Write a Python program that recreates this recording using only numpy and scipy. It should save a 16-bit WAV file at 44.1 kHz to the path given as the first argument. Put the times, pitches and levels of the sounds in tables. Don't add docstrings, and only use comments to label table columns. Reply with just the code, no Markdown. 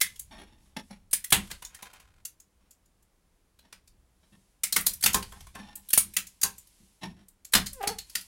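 import sys
import numpy as np
from scipy import signal
from scipy.fft import rfft, irfft, next_fast_len
from scipy.io import wavfile
from scipy.ndimage import uniform_filter1d, map_coordinates

SR = 44100
rng = np.random.default_rng(int(sys.argv[2]) if len(sys.argv) > 2 else 0)


def generate_wav(signal):
    frames = np.transpose(np.atleast_2d(signal))
    scaled = np.clip(frames, -1, 1) * 32767
    pcm = np.round(scaled).astype(np.int16)
    wavfile.write(sys.argv[1], SR, pcm)


N = 364690
ANSWER_SAMPLES = 16384
TOP_HZ = 16000

# frequency in Hz, t60 in seconds.
ROOM_T60 = [(200, 0.23), (800, 0.19), (2500, 0.2), (6000, .16), (15000, 0.14)]
# frequency in Hz, relative density in dB per Hz.
AIR_SPECTRUM = [(18, -33.5), (30, -1), (64, -5.5), (153, -16.5), (194, -7.5), (221, -18.5), (252, -14),
                (684, -21.5), (988, -23), (11700, -42), (16000, -36.5)]
# frequency in Hz, relative density in dB per Hz.
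RUMBLE_SPECTRUM = [(12, -28), (20, 1.5), (64, 1.5), (107, -10), (200, -18), (260, -41.5), (440, -120)]
# frequency in Hz, relative density in dB per Hz.
HISS_SPECTRUM = [(590, -28.5), (1000, 1), (1340, -25), (1540, -8), (2080, -1.5), (11000, 2.5), (16000, -18)]
# middle in seconds, level in dB, half length in seconds.
LEANS = [(.3, -57.5, 0.23), (1, -62, 0.38), (2.1, -63, 0.1), (3.98, -62.5, 0.085), (5.3, -52.5, 0.31)]
# middle in seconds, relative level in dB, half length in seconds.
RUBS = [(.65, -69, 0.05), (.88, -67, 0.058), (4.38, -71.5, 0.15), (5.28, -59, 0.18), (5.87, -62, 0.056),
        (6.79, -64.5, 0.17), (7.85, -61, 0.11), (8.2, -55.5, .12)]
FIZZ_DB, FIZZ_DB_PER_S = -64, 63.5
SWAY_DB, SWAY_DB_PER_S = -58, 46.5

# start in seconds, level in dB.
THUDS = [(1.352, -35), (3.72, -72), (4.32, -56), (6.046, -49), (6.799, -58.5), (7.06, -45), (7.587, -39.5)]
# frequency in Hz, relative level in dB.
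BENCH_MODES = [(34, -8.5), (64, -4), (92, -4), (118, -6), (150, -9.5), (180, 1), (198, 5), (245, -8.5),
               (335, -7)]
JOLT_DB = -45.5
# start in seconds, level in dB.
CLANKS = [(1.335, -34.5), (5.146, -29.5), (5.321, -49.5), (5.553, -45), (6.44, -37.5), (7.552, -35)]
# frequency in Hz, relative level in dB.
IRON_MODES = [(412, -8), (520, -14.5), (795, -5.5), (940, -3), (1058, 1), (1323, -9.5), (1560, -1.5),
              (1770, -7.5)]

# time in seconds, level in dB.
CRUMB_LEVEL = [(1.33, -42), (1.55, -79.5), (1.85, -56.5), (2.22, -72)]
# frequency in Hz, relative density in dB per Hz.
CRUMB_SPECTRUM = [(300, -20), (600, -1.5), (1100, -2), (2800, -5.5), (6000, -12.5), (11000, -16),
                  (16000, -32.5)]

# start in seconds, relative level in dB,
# rise time constant in seconds, t60 in seconds (above the hum).
SLIDES = [(0.306, -34, 0.027, 0.24), (0.376, -43, .003, .3), (0.464, -55, 0.012, 0.43),
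          (.653, -63.5, .008, 0.38), (0.763, -30.5, 0.00092, 0.13), (0.895, -40.5, 0.021, 0.22),
          (2.59, -66.5, 0.016, 0.49), (3.618, -61.5, 0.0093, 0.34), (4.228, -55, .002, 0.16),
          (4.32, -54, .002, .17), (5.354, -50, 0.0018, 0.21), (5.54, -41.5, 0.0053, 0.33),
          (5.6, -42.5, 0.032, 0.44), (7.01, -31, 0.028, .23), (7.16, -51.5, 0.032, 0.29)]
# frequency in Hz, width in Hz, relative level in dB.
HANDLE_MODES = [(192, 16, 6.5), (406, 190, -10), (864, 60, -9), (1110, 54, -8), (1781, 24, -6.5),
                (2964, 240, -26.5), (3630, 90, -20)]
# frequency in Hz, width in Hz, relative level in dB.
BAR_MODES = [(5546, 90, 0), (10560, 140, -3)]
# frequency in Hz, relative density in dB per Hz.
SCRAPE_SPECTRUM = [(40, -31), (110, -0.5), (200, 0.5), (500, -6.5), (850, -3.5), (1300, -12.5),
                   (1800, -10.5), (3200, -8.5), (6000, -22), (9000, -25), (16000, -37.5)]
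HUM_BELOW_HZ, HUM_T60_RATIO = 450, 1.42

# time in seconds, relative level in dB.
SQUEAK_LEVEL = [(7.72, -61), (7.798, -43.5), (7.814, -31.5), (7.824, -40.5), (7.84, -24.5), (7.858, -37),
                (7.894, -32), (7.932, -36.5), (7.944, -53), (8.02, -71)]
# time in seconds, slips per second.
SLIP_RATE = [(7.72, 586), (7.797, 493), (7.815, 394), (7.86, 398), (7.873, 446), (7.893, 390), (7.91, 470),
             (7.95, 380)]
# frequency in Hz, gain in dB.
HOLLOW_RESPONSE = [(150, -30), (330, -19.5), (500, -7), (800, 0), (1100, -12), (1650, -10), (2800, -11.5),
                   (6000, -24)]
SMOOTH_ABOVE_HZ, ROUGH_BELOW_HZ, ROUGHNESS = 457, 390, 0.28

# start in seconds, level in dB.
LOW_CLICKS = [(1.135, -20.5), (4.8682, -21), (5.936, -18.5), (5.977, -8)]
# start in seconds, level near 6 kHz in dB, ring in Hz.
CLACKS = [(1.471, -28, 3270), (1.502, -19.5, 1520), (1.512, -9.5, 4650), (1.622, -16, 970),
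          (1.824, -13.5, 990), (1.932, -25, 980), (1.999, -27, 1000), (3.589, -31.5, 4100),
          (3.7258, -18.5, 4790), (5.225, -12, 4470), (5.321, -21.5, 1040), (5.468, -25, 1070),
          (5.406, -23.5, 5900), (5.551, -20.5, 1180), (7.8268, -14, 920)]
CLACK_KNOCK_DB, CLACK_BODY_DB, CLACK_SIZZLE_DB, CLACK_RING_DB = 1, 3.5, -3, 11
# start in seconds, level near 6 kHz in dB,
# relative sizzle in dB, ring in Hz.
TICKS = [(.159, -23, -3, 3300), (0.1936, -16.5, 9, 7160), (1.2417, -8.5, 5.5, 2050), (1.648, -11, -6, 6800),
         (1.7458, -16, -0.5, 1840), (2.251, -9.5, 2.5, 7080), (2.4, -28, 1, 6900),
         (2.708, -28.5, 1.5, 7150), (2.857, -41, -0.5, 6940), (3.025, -44, 5, 7400),
         (3.875, -27.5, -5, 4680), (4.8085, -17.5, 14.5, 2210), (4.934, -16.5, 10.5, 5840),
         (5.009, -18, 7, 4130), (5.0258, -1, -1, 2100), (5.1313, -3.5, 1.5, 6490), (5.7546, -19, 9.5, 7600),
         (5.887, -22, 12, 3780), (5.9034, -10.5, 4, 3300), (6.268, -16.5, -2, 7040), (6.414, -5.5, 3, 7040),
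         (6.581, -23.5, 5.5, 7260), (6.67, -33.5, 4, 4440), (7.283, -32.5, 8.5, 7720),
         (7.448, -17, 0.5, 7200), (7.66, -9.5, -2, 4580), (7.666, -4.5, -6, 4260), (7.7302, -18, 6, 7300),
         (7.985, -4.5, -7, 4050), (8.097, -20, 1, 4650), (8.21, -18, 2.5, 4950)]
TICK_KNOCK_DB, TICK_BODY_DB, TICK_RING_DB = -21.5, -4, 10
THIN_ABOVE_HZ, THIN_DB_PER_OCTAVE = 2000, 2.5
# start in seconds, level near 6 kHz in dB, then relative to it
# knock in dB, body in dB, sizzle in dB; ring of the piece in Hz,
# lead of a first tick in seconds (0: no tick).
CRACKS = [(0.0121, 10.6, -20, -1.5, 0, 2044, 0.0096), (1.1308, 4.6, -17.5, -3, 4.5, 9160, 0.02),
          (1.3229, 15.75, -4, 2, -0.5, 3160, 0.019), (4.635, 6, -21.5, -6, -1, 2130, 0.0015),
          (4.7244, 6.4, -18, -9.5, -2.5, 4140, 0), (4.7622, 10.8, -7.5, -2, 0, 2090, 0.0042),
          (4.8653, 8.2, -15, -9.5, 4.5, 4040, 0.0059), (5.037, 5.8, -5, -1.5, 4, 4720, 0),
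          (5.06, 11.8, -5.5, -2, 1, 2820, 0), (5.143, 9.9, -0.5, -3.5, -2, 1053, 0.00075),
          (5.9317, 10.8, -22, -9, 3.5, 2790, 0.00066), (5.9757, 9.8, -13.5, -4.5, 5.5, 9200, 0),
          (6.1656, 7.5, -15, -2.5, -1, 2523, .029), (6.4316, 9.8, -12.5, -6.5, 1, 1567, 0.017),
          (7.535, 9.4, -3, 4.5, 2.5, 3960, 0.013), (7.55, 11.6, 0.5, 5, -1, 4800, 0.019),
          (7.873, 4.6, -3.5, -5, -4, 4340, 0), (8.1526, 1.6, -14.5, .5, -0.5, 4740, 0.0018)]
LEAD_DB, LEAD_SIZZLE_DB = -26, 5.5


def amp(db):
    return 10 ** (np.asarray(db) / 20)


def unit(x):
    return x / np.sqrt(np.mean(x ** 2) + 1e-20)


def along(points, hz):
    points_hz, values = np.transpose(points)
    return np.interp(np.log(hz + 1), np.log(points_hz + 1), values)


def curves(rows):
    times_s, *columns = np.transpose(rows)
    return [np.interp(np.arange(N) / SR, times_s, column) for column in columns]


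def during(rows):
    t = np.arange(N) / SR
    is_open = (t > rows[0][0]) & (t < rows[-1][0])
    return uniform_filter1d(1.0 * is_open, size=400)


def add(track, start_s, sound):
    part = track[max(0, round(start_s * SR)):][:len(sound)]
    part += sound[:len(part)]


def filtered(x, response):
    size = next_fast_len(len(x) + 8192)
    hz = np.fft.rfftfreq(size, 1 / SR)
    return irfft(rfft(x, size) * response(hz), size)[:len(x)]


def coloured(x, spectrum):
    return unit(filtered(x, lambda hz: amp(along(spectrum, hz))))


def resonant(x, modes):
    def response(hz):
        total = 0
        for k, (centre_hz, width_hz, db) in enumerate(modes):
            damping = 1j * hz * width_hz
            total = total + (-1) ** k * amp(db) * damping / (centre_hz ** 2 - hz ** 2 + damping)
        return total
    return unit(filtered(x, response))


def causal(db):
    cepstrum = irfft(np.log(amp(db)))
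    half = len(cepstrum) // 2
    cepstrum[1:half] *= 2
    cepstrum[half + 1:] = 0
    return np.exp(rfft(cepstrum))


def swells(rows):
    t = np.arange(N) / SR
    return sum(amp(db) ** 2 * np.exp(-((t - middle_s) / half_s) ** 2) for middle_s, db, half_s in rows)


def fades(rows, db_per_s):
    power, t = np.zeros(N), np.arange(2 * SR) / SR
    fade = amp(-db_per_s * t) ** 2
    for start_s, db in rows:
        add(power, start_s, amp(db) ** 2 * fade)
    return power


def jolts(gain_db):
    return [(start_s, db + knock_db + gain_db) for start_s, db, knock_db, *_ in CRACKS]


def workshop(direct_db=-15, cluster_s=.0036, tail_db=-5):
    t = np.arange(ANSWER_SAMPLES) / SR
    hz, frames_s, z = signal.stft(rng.standard_normal(ANSWER_SAMPLES), SR, nperseg=128)
    decay = amp(-60 * frames_s / along(ROOM_T60, hz)[:, None])
    tail = signal.istft(z * decay, SR, nperseg=128)[1][:ANSWER_SAMPLES]
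    swell = (t / cluster_s) ** 2 * np.exp(2 - 2 * t / cluster_s)
    cluster = swell * rng.standard_normal(ANSWER_SAMPLES)
    echoes = cluster + amp(tail_db) * tail * (1 - np.exp(-2 * t / cluster_s))
    echoes *= amp(1.5 * np.repeat(rng.standard_normal(ANSWER_SAMPLES // 16), 16))
    echoes /= np.linalg.norm(echoes)
    echoes[:24] += amp(direct_db) * unit(rng.standard_normal(24)) / np.sqrt(24)
    return echoes


def background(air_db=-71, rumble_floor_db=-73, hiss_floor_db=-80, rub_db=-2):
    def noise(spectrum):
        return coloured(rng.standard_normal(N), spectrum)

    sway = fades(jolts(SWAY_DB), SWAY_DB_PER_S)
    rumble_power = amp(rumble_floor_db) ** 2 + swells(LEANS) + sway
    fizz = fades([(start_s, db + FIZZ_DB) for start_s, db, *_ in CRACKS], FIZZ_DB_PER_S)
    hiss_power = amp(hiss_floor_db) ** 2 + amp(rub_db) ** 2 * swells(RUBS) + fizz
    air = amp(air_db) * noise(AIR_SPECTRUM)
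    rumble = np.sqrt(rumble_power) * noise(RUMBLE_SPECTRUM)
    hiss = np.sqrt(hiss_power) * noise(HISS_SPECTRUM)
    return air + rumble + hiss


def struck(blows, modes, t60_at_1khz_s, attack_s, scatter_db):
    out, t = np.zeros(N), np.arange(SR // 2) / SR
    for start_s, db in blows:
        for hz, mode_db in modes:
            t60_s = t60_at_1khz_s * (hz / 1000) ** -.3
            blur = np.cumsum(rng.standard_normal(len(t))) * np.sqrt(3 * np.sqrt(hz) / SR)
            ring = rng.choice([-1, 1]) * np.sin(2 * np.pi * hz * t + blur)
            ring *= 1 - np.exp(-t / attack_s)
            level_db = db + mode_db + scatter_db * rng.normal() - 60 * t / t60_s
            add(out, start_s, amp(level_db) * ring)
    return out


def bench():
    return struck(jolts(JOLT_DB) + THUDS, BENCH_MODES, t60_at_1khz_s=.19, attack_s=0.011, scatter_db=0.5)


def iron():
    return struck(CLANKS, IRON_MODES, t60_at_1khz_s=0.2, attack_s=0.0062, scatter_db=1.5)


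def crumbs(ticks_per_s=95):
    hits = rng.random(N) < ticks_per_s / SR
    grains = hits * rng.choice([-1, 1], N) * amp(3 * rng.standard_normal(N))
    grains = signal.fftconvolve(grains, workshop())[:N]
    return coloured(grains, CRUMB_SPECTRUM) * amp(curves(CRUMB_LEVEL)[0]) * during(CRUMB_LEVEL)


def handle(ring_db=-2.5, scrape_db=-2.0, bar_db=-13, rub=0.035, hum_db=-2, contacts_per_s=130):
    out, t = np.zeros(N), np.arange(2 * ANSWER_SAMPLES) / SR
    for start_s, db, rise_s, t60_s in SLIDES:
        contacts = rng.random(len(t)) < contacts_per_s / SR
        chatter = rng.standard_normal(len(t)) * (rub + contacts)
        chatter = signal.fftconvolve(chatter, workshop())[:len(t)]
        gripped = [(hz * (1 + .03 * rng.normal()), width_hz, mode_db + 3 * rng.normal())
                   for hz, width_hz, mode_db in HANDLE_MODES]
        steel = amp(ring_db) * resonant(chatter, gripped)
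        steel += amp(bar_db) * resonant(chatter, BAR_MODES)
        steel += amp(scrape_db) * coloured(chatter, SCRAPE_SPECTRUM)
        hum = filtered(steel, lambda hz: 1 / (1 + (hz / HUM_BELOW_HZ) ** 4))
        slowing = (steel - hum) * amp(-60 * t / t60_s)
        slowing += hum * amp(hum_db - 60 * t / (t60_s * HUM_T60_RATIO))
        add(out, start_s, amp(db) * (1 - np.exp(-t / rise_s)) * slowing)
    return out


def squeak(jitter=0.13, wet_db=-7, gain_db=3, rasp_db=-3, smooth_db=5):
    (rate_hz,), (db,) = curves(SLIP_RATE), curves(SQUEAK_LEVEL)
    slowness = (SMOOTH_ABOVE_HZ - rate_hz) / (SMOOTH_ABOVE_HZ - ROUGH_BELOW_HZ)
    rough = ROUGHNESS * np.clip(slowness, 0, 1)
    waver = unit(uniform_filter1d(rng.standard_normal(N), size=130))
    phase = 2 * np.pi * np.cumsum(rate_hz * (1 + jitter * rough * waver)) / SR
    step = amp(-smooth_db * np.clip(1 - 2 * rough, 0, 1))
    slips = sum(step ** k * np.cos((k + 1) * phase) for k in range(8))
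    slips += amp(rasp_db) * 10 * rough * (1 + np.cos(phase)) * rng.standard_normal(N) / 2
    slips = filtered(slips, lambda hz: amp(along(HOLLOW_RESPONSE, hz)))
    slips = slips * amp(db + gain_db) * during(SQUEAK_LEVEL)
    return slips + amp(wet_db) * signal.fftconvolve(slips, workshop(tail_db=3))[:N]


def low_clicks(width_s=.00035):
    out, u = np.zeros(N), np.arange(ANSWER_SAMPLES) / SR / width_s
    for start_s, db in LOW_CLICKS:
        add(out, start_s, amp(db) * (1 - u) * np.exp(-u))
    return out


def fracture(db, knock_db, body_db, sizzle_db, ring_hz, ring_db=9.0, ring_width=0.1,
             ripple_db=2.5, gain_db=1.5, shell_db=3):
    hz = np.fft.rfftfreq(ANSWER_SAMPLES, 1 / SR)

    def peak(centre_hz):
        return 1 / (1 + ((hz / centre_hz - 1) / ring_width) ** 2)

    colour = along([(40, knock_db - 6), (200, knock_db), (430, knock_db - 5), (1000, knock_db + 1),
                    (1700, body_db - 1), (3000, body_db - 1), (4800, -2.9), (7000, -0.49),
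                    (9500, sizzle_db), (12000, sizzle_db), (16000, sizzle_db - 5)], hz)
    ring = np.maximum(ring_db * peak(ring_hz), shell_db * peak(9400))
    ripple = ripple_db * map_coordinates(rng.standard_normal(80), [np.sqrt(hz) / 2], mode="nearest")
    return amp(db + gain_db) * irfft(rfft(workshop()) * causal(colour + ring + ripple))


def clacks():
    out = np.zeros(N)
    for start_s, db, ring_hz in CLACKS:
        piece = fracture(db, CLACK_KNOCK_DB, CLACK_BODY_DB, CLACK_SIZZLE_DB, ring_hz, ring_db=CLACK_RING_DB)
        add(out, start_s, piece)
    return out


def ticks():
    out = np.zeros(N)
    for start_s, db, sizzle_db, ring_hz in TICKS:
        body_db = TICK_BODY_DB - THIN_DB_PER_OCTAVE * np.log2(ring_hz / THIN_ABOVE_HZ)
        split = fracture(db, TICK_KNOCK_DB, body_db, sizzle_db, ring_hz, ring_db=TICK_RING_DB)
        add(out, start_s, split)
    return out


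def cracks():
    out = np.zeros(N)
    for start_s, db, knock_db, body_db, sizzle_db, ring_hz, lead_s in CRACKS:
        add(out, start_s, fracture(db, knock_db, body_db, sizzle_db, ring_hz))
        if lead_s > 0:
            lead = fracture(db + LEAD_DB, TICK_KNOCK_DB, TICK_BODY_DB, LEAD_SIZZLE_DB, ring_hz)
            add(out, start_s - lead_s, lead)
    return out


def scene():
    metal_and_wood = bench() + iron() + handle()
    shells = crumbs() + squeak() + clacks() + ticks() + cracks()
    return (background() + metal_and_wood + low_clicks() + shells)[None]


def record(dry, ceiling=0.4):
    rounded = dry[0] / (1 + (dry[0] / ceiling) ** 4) ** (1 / 4)
    return filtered(rounded, lambda hz: 1 / np.sqrt(1 + (hz / TOP_HZ) ** 200))[None]


dry = scene()
out = record(dry)
generate_wav(out)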